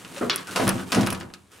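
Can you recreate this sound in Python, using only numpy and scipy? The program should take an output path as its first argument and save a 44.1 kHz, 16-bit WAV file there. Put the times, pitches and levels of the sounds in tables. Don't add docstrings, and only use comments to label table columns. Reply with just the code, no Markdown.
import sys
import numpy as np
from scipy import signal
from scipy.fft import rfft, irfft
from scipy.io import wavfile

SR = 44100
rng = np.random.default_rng(int(sys.argv[2]) if len(sys.argv) > 2 else 0)


def to_wav(s):
    ch = np.atleast_2d(s).T
    pcm = np.round(np.clip(ch, -1, 1) * 32767)
    wavfile.write(sys.argv[1], SR, pcm.astype(np.int16))


N = 70560
TIME_S = np.arange(N) / SR
RING_S = TIME_S[:SR * 3 // 4]

# (time [s], level [dB], T60 [s])
CRUNCHES = [(0.557, -23.5, .45), (0.9211, -22, 0.49)]
# (time [s], level [dB], tilt [dB/oct], boom level [dB])
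THUMPS = [(0.5966, -19, 2.5, -27), (.616, -23, 3.5, -22), (.657, -37, -6, -21), (0.748, -42, -1.5, -22.5),
          (0.958, -26.5, -7, -42), (0.9691, -21.5, 0.5, -12.5), (0.989, -26.5, 5, -33),
          (1.019, -28.5, -8.5, -15)]
# (time [s], level [dB], tilt [dB/oct])
CLACKS = [(.048, -40, -1), (0.164, -40, -1.5), (.180, -37, -1.5), (0.421, -46.5, -4), (0.472, -42, 5.5),
          (0.511, -39, 6), (.561, -23, 2.5), (.671, -24.5, -9), (0.678, -20, -7), (0.694, -24, -2.5),
          (.781, -35.5, -4.5), (.797, -38, -4.5), (0.92, -22, 2), (0.928, -32, 5), (0.9473, -22.5, 0.5),
          (0.9511, -33.5, 6), (1.010, -29.5, 4), (1.033, -32, -4), (1.064, -32, 5.5), (1.071, -25, -6),
          (1.103, -33, 1.5), (1.125, -29, -8.5), (1.148, -34.5, -1), (1.201, -42.5, 5.5), (1.21, -36, -4),
          (1.231, -42.5, -5), (1.3024, -47, -9.5), (1.3381, -38.5, 2.5), (1.518, -52, 5.5)]
# (time [s], level [dB])
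TICKS = [(0.3602, -7.5), (0.6792, -9.5), (0.6917, -2), (1.072, -14.5), (1.105, -12.5), (1.128, -11)]
KNOCKS = [(0.2106, -21), (0.2251, -23), (.257, -32)]
SLAT_HITS = [(0.2976, -19.5), (.378, -38.5)]
# (time [s], length [s], pitch [Hz], level [dB])
SQUEAKS = [(0.165, 0.027, 560, -33.5)]
# (time [s], length [s], level [dB])
SCRAPES = [(0.461, 0.07, -44), (0.788, 0.053, -41)]
# (time [s], level [dB])
RUSTLE_LEVEL = [(0, -45), (.04, -48), (.12, -45.5), (.18, -39.5), (.28, -44), (.40, -41.5), (.462, -50),
                (.48, -39.5), (.55, -37), (.64, -33), (.74, -40.5), (.81, -39), (.85, -49.5), (.91, -40.5),
                (1.13, -41.5), (1.2, -50), (1.28, -59), (1.5, -62.5), (1.525, -51.5), (1.6, -51.5)]
SHUDDER_LEVEL = [(0, -50.5), (.13, -42.5), (.19, -50), (.34, -41), (.42, -45), (.46, -55), (.5, -42.5),
                 (.8, -35), (.89, -45.5), (1.1, -34), (1.27, -42), (1.32, -52), (1.6, -71)]

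# (frequency [Hz], relative level [dB], T60 [s])
FRAME_MODES = [(87.9, -19, 0.84), (112.7, -2.5, .28), (133.4, -10, 0.26), (168, -44, 0.26),
               (192.5, 2, 0.64), (226.7, -2.5, 0.17), (254.7, -0.5, 0.25), (339, -6, 0.43),
               (383.2, -9, 0.61), (440, -10, 0.22), (521, -7.5, 0.21), (648, -10, 0.4), (778, -11.5, .35),
               (972, -10, 0.21)]
SLAT_MODES = [(1120, -7, .4), (1340, -2, .3), (1690, -2, .18), (2284, -9, .25), (2490, -7, .3),
              (2655, -3, .24), (2950, -6, .25), (3365, -1, .3), (3430, -3, .24), (4090, -8, .22),
              (4230, -6, .25), (4683, 0, .1), (5163, 0, .08), (5830, -11, .2)]
# (frequency [Hz], relative level [dB])
CRUNCH_SPECTRUM = [(100, -11.5), (200, 1.5), (350, -8.5), (540, 1.5), (800, -4), (1050, -0.5), (1500, -4.5),
                   (1900, -9.5), (3200, -14), (5200, -14.5), (7500, -21.5), (10000, -18), (13000, -33),
                   (16000, -33)]
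THUMP_SPECTRUM = [(30, -35), (60, -25), (100, 0), (240, 2.5), (298, 0), (350, -5.5), (450, -3), (580, -4.5),
                  (660, 0.5), (850, -10), (1500, -18), (3500, -31.5), (8000, -59.5)]
CLACK_SPECTRUM = [(150, -20), (400, -12.5), (900, -5.5), (1250, 3), (1700, 2), (2100, -3), (2650, 4.5),
                  (3400, -1.5), (5100, -2), (7000, -7.5), (11000, -16.5), (16000, -33)]
TICK_SPECTRUM = [(500, -31), (2000, -15.5), (4000, -16.5), (5500, -8), (7600, -22.5), (9000, -2.5),
                 (10300, 0.5), (12000, -7.5), (14000, -20.5), (16000, -19)]
KNOCK_SPECTRUM = [(50, -28), (120, -11), (190, -10), (242, 2), (295, -9), (345, 1), (395, 3), (460, -6),
                  (560, -6), (680, -10), (850, -19), (1320, -11), (1900, -23), (4000, -38), (16000, -60)]
SLAT_SPECTRUM = [(150, -34), (800, -21), (1000, -5.5), (1250, -4), (2100, -5.5), (3300, -2), (5400, -1),
                 (6800, -12), (9000, -24), (16000, -39)]
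SCRAPE_SPECTRUM = [(200, -33), (1150, -20), (1330, -4), (1440, 1), (1510, 4), (1580, -2), (1720, -35),
                   (4000, -29), (16000, -50)]
RUSTLE_SPECTRUM = [(100, -18), (300, 3), (800, -4), (1150, -1), (1450, -1.5), (1850, -5), (2900, -5.5),
                   (5000, -11.5), (9000, -9.5), (12500, -16.5), (16000, -24.5)]
SHUDDER_SPECTRUM = [(30, -29), (70, -18.5), (110, -2.5), (145, -10), (190, 6.5), (225, -13.5), (260, -3.5),
                    (300, -9), (340, -5), (400, -13), (550, -19), (1000, -18), (3000, -68.5)]
AIR_SPECTRUM = [(30, -5.5), (100, 15), (300, -2.5), (700, -24.5), (2000, -17), (6000, -15), (10000, -14.5),
                (16000, -35)]
# (frequency [Hz], T60 [s])
THUMP_DECAY = [(80, 0.54), (300, 0.35), (1000, 0.17), (4000, 0.23)]
CLACK_DECAY = [(300, 0.28), (1400, 0.13), (3300, 0.069), (5500, 0.046), (12000, 0.094)]
KNOCK_DECAY = [(120, 0.34), (400, 0.32), (1500, 0.23), (5000, 0.033)]
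SLAT_DECAY = [(300, 0.28), (1400, 0.38), (3300, 0.22), (5500, 0.051), (12000, .06)]
ROOM_DECAY = [(100, 0.13), (600, 0.46), (2000, .34), (5000, 0.15), (12000, 0.053)]
# (left delay [s], right delay [s], gain [dB])
ECHOES = [(.0023, 0.0028, -29.5), (.0052, 0.0042, -22.5), (.0089, 0.0079, -17.5)]
# (frequency [Hz], left-right correlation [0..1])
CORRELATION = [(60, 0.75), (150, 0.92), (300, 1), (500, 0.45), (1000, 0.98), (4000, 0.84), (9000, 1),
               (14000, 0.23)]


def reed_crunch(rise_s=0.0035):
    press = np.zeros(N)
    for start_s, db, t60_s in CRUNCHES:
        age_s = np.maximum(TIME_S - start_s, 0)
        press += amp(db - 60 * age_s / t60_s) * np.minimum(age_s / rise_s, 1)
    return press * colour(grains(per_s=6900, spread_db=1.5), CRUNCH_SPECTRUM)


def beater_thumps(rise_s=0.0012):
    out = np.zeros((2, N))
    for start_s, db, tilt_db_oct, boom_db in THUMPS:
        thud = amp(db) * wood(THUMP_SPECTRUM, THUMP_DECAY, tilt_db_oct)
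        boom = amp(boom_db) * modes(FRAME_MODES, tilt_db_oct)
        add(out, start_s, (thud + boom) * np.minimum(RING_S / rise_s, 1))
    return out


def beater_rattle():
    out = np.zeros((2, N))
    for start_s, db, tilt_db_oct in CLACKS:
        add(out, start_s, amp(db) * snap(wood(CLACK_SPECTRUM, CLACK_DECAY, tilt_db_oct)))
    return out


def reed_ticks(tail_db=-16.5, ring_t60_s=0.03, chatter_t60_s=0.0019, pan_db=0.5):
    out = np.zeros((2, N))
    hz = abs(np.fft.fftfreq(len(RING_S), 1 / SR))
    log_gain = np.log(amp(at_hz(TICK_SPECTRUM, hz)))
    click = np.fft.ifft(np.exp(np.conj(signal.hilbert(log_gain)))).real
    click /= abs(click).max()
    for start_s, db in TICKS:
        ring = amp(tail_db) * decay(ring_t60_s) * hit_noise(TICK_SPECTRUM)
        chatter = amp(tail_db) * decay(chatter_t60_s) * hit_noise(TICK_SPECTRUM)
        add(out, start_s, amp(db) * (click + chatter + ring))
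    return out * amp([[pan_db], [-pan_db]])


def frame_knocks(rise_s=0.0022):
    out = np.zeros((2, N))
    for start_s, db in KNOCKS:
        add(out, start_s, amp(db) * wood(KNOCK_SPECTRUM, KNOCK_DECAY) * np.minimum(RING_S / rise_s, 1))
    return out


def slat_clacks(modes_db=-3):
    out = np.zeros((2, N))
    ring = amp(modes_db) * modes(SLAT_MODES)
    for start_s, db in SLAT_HITS:
        add(out, start_s, amp(db) * (snap(wood(SLAT_SPECTRUM, SLAT_DECAY)) + ring))
    return out


def pivot_squeak():
    out = np.zeros((2, N))
    for start_s, length_s, hz, db in SQUEAKS:
        arch = np.sin(np.pi * np.minimum(RING_S / length_s, 1))
        add(out, start_s, amp(db) * arch * np.sin(2 * np.pi * hz * RING_S))
    return out


def beater_scrape(edge_s=0.012):
    swing = np.zeros(N)
    for start_s, length_s, db in SCRAPES:
        age_s = TIME_S - start_s
        swing += amp(db) * np.clip(np.minimum(age_s, length_s - age_s) / edge_s, 0, 1)
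    return swing * colour(grains(per_s=1500, spread_db=1.8), SCRAPE_SPECTRUM)


def warp_rustle():
    return envelope(RUSTLE_LEVEL) * colour(grains(per_s=11000, spread_db=5), RUSTLE_SPECTRUM)


def frame_shudder():
    return envelope(SHUDDER_LEVEL) * colour(grains(per_s=900, spread_db=1.66), SHUDDER_SPECTRUM)


def beam_echoes(x):
    out = np.zeros((2, N))
    for *delays_s, db in ECHOES:
        for side, delay_s in enumerate(delays_s):
            out[side] += amp(db) * np.interp(TIME_S - delay_s, TIME_S, x[side], left=0)
    return out


def room_reverb(x, taps_per_s=3000, predelay_s=0.004, gain_db=-14):
    taps = rng.standard_normal((2, len(RING_S))) * (rng.random(len(RING_S)) < taps_per_s / SR)
    tail = band_decay(taps * (RING_S > predelay_s), ROOM_DECAY)
    tail /= np.linalg.norm(tail, axis=1, keepdims=True)
    return amp(gain_db) * signal.fftconvolve(x, tail, axes=1)[:, :N]


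def room_air(level_db=-63):
    return amp(level_db) * colour(rng.standard_normal((2, N)), AIR_SPECTRUM)


def wood(spectrum, decay_table, tilt_db_oct=0):
    return band_decay(hit_noise(spectrum, tilt_db_oct), decay_table)


def modes(table, tilt_db_oct=0):
    hz, db, t60_s = np.transpose(table)[:, :, None]
    gain = amp(db + tilt_db_oct * np.log2(hz))
    sign = (-1) ** np.arange(len(table))[:, None]
    partials = sign * gain * decay(t60_s) * np.sin(2 * np.pi * hz * RING_S)
    return partials.sum(0) / np.linalg.norm(gain)


def snap(ring, extra_db=4, tau_s=0.0006):
    return ring * (1 + amp(extra_db) * np.exp(-RING_S / tau_s))


def grains(per_s, spread_db):
    size = amp(spread_db * np.minimum(rng.exponential(1, N), 4))
    slips = rng.random(N) < per_s / SR
    return size * slips * rng.choice([-1, 1], (2, N))


def hit_noise(spectrum, tilt_db_oct=0):
    return colour(rng.standard_normal((2, len(RING_S))), spectrum, tilt_db_oct)


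def colour(pair, spectrum, tilt_db_oct=0, tilt_corner_hz=230):
    hz = np.fft.rfftfreq(pair.shape[1], 1 / SR)
    correlation = at_hz(CORRELATION, hz)
    mid, side = rfft(pair) * np.sqrt([1 + correlation, 1 - correlation])
    gain = amp(at_hz(spectrum, hz) + tilt_db_oct * np.log2(np.hypot(hz, tilt_corner_hz)))
    shaped = irfft(np.array([mid + side, mid - side]) * gain, pair.shape[1])
    return shaped / np.sqrt(np.mean(shaped ** 2) + 1e-20)


def band_decay(x, decay_table):
    hz = np.fft.rfftfreq(x.shape[1], 1 / SR)
    centres_hz = np.geomspace(30, 15000, 10)
    bins = rfft(x)
    out = np.zeros_like(x)
    for centre_hz, band in zip(centres_hz, np.eye(len(centres_hz))):
        weight = np.interp(np.log(hz + 1), np.log(centres_hz), band)
        out += irfft(bins * weight, x.shape[1]) * decay(at_hz(decay_table, centre_hz))
    return out


def decay(t60_s):
    return amp(-60 * RING_S / t60_s)


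def envelope(table):
    return amp(np.interp(TIME_S, *np.transpose(table)))


def at_hz(table, hz):
    points_hz, values = np.transpose(table)
    return np.interp(np.log(hz + 1), np.log(points_hz + 1), values)


def amp(db):
    return 10 ** (np.asarray(db) / 20)


def add(mix, start_s, sound):
    part = mix[:, round(start_s * SR):][:, :sound.shape[-1]]
    part += sound[..., :part.shape[1]]


def scene():
    body = reed_crunch() + beater_thumps() + frame_knocks() + slat_clacks() + beater_rattle()
    body += pivot_squeak() + warp_rustle() + beater_scrape() + frame_shudder()
    loom = body + beam_echoes(body) + reed_ticks()
    return loom + room_reverb(loom) + room_air()


def record(dry, low_cut_hz=20.7, high_cut_hz=16000):
    highpass = signal.butter(1, low_cut_hz, "high", fs=SR, output="sos")
    lowpass = signal.firwin(255, high_cut_hz, window=("kaiser", 9), fs=SR)
    return signal.oaconvolve(signal.sosfilt(highpass, dry), lowpass[None], "same")


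dry = scene()
out = record(dry)
to_wav(out)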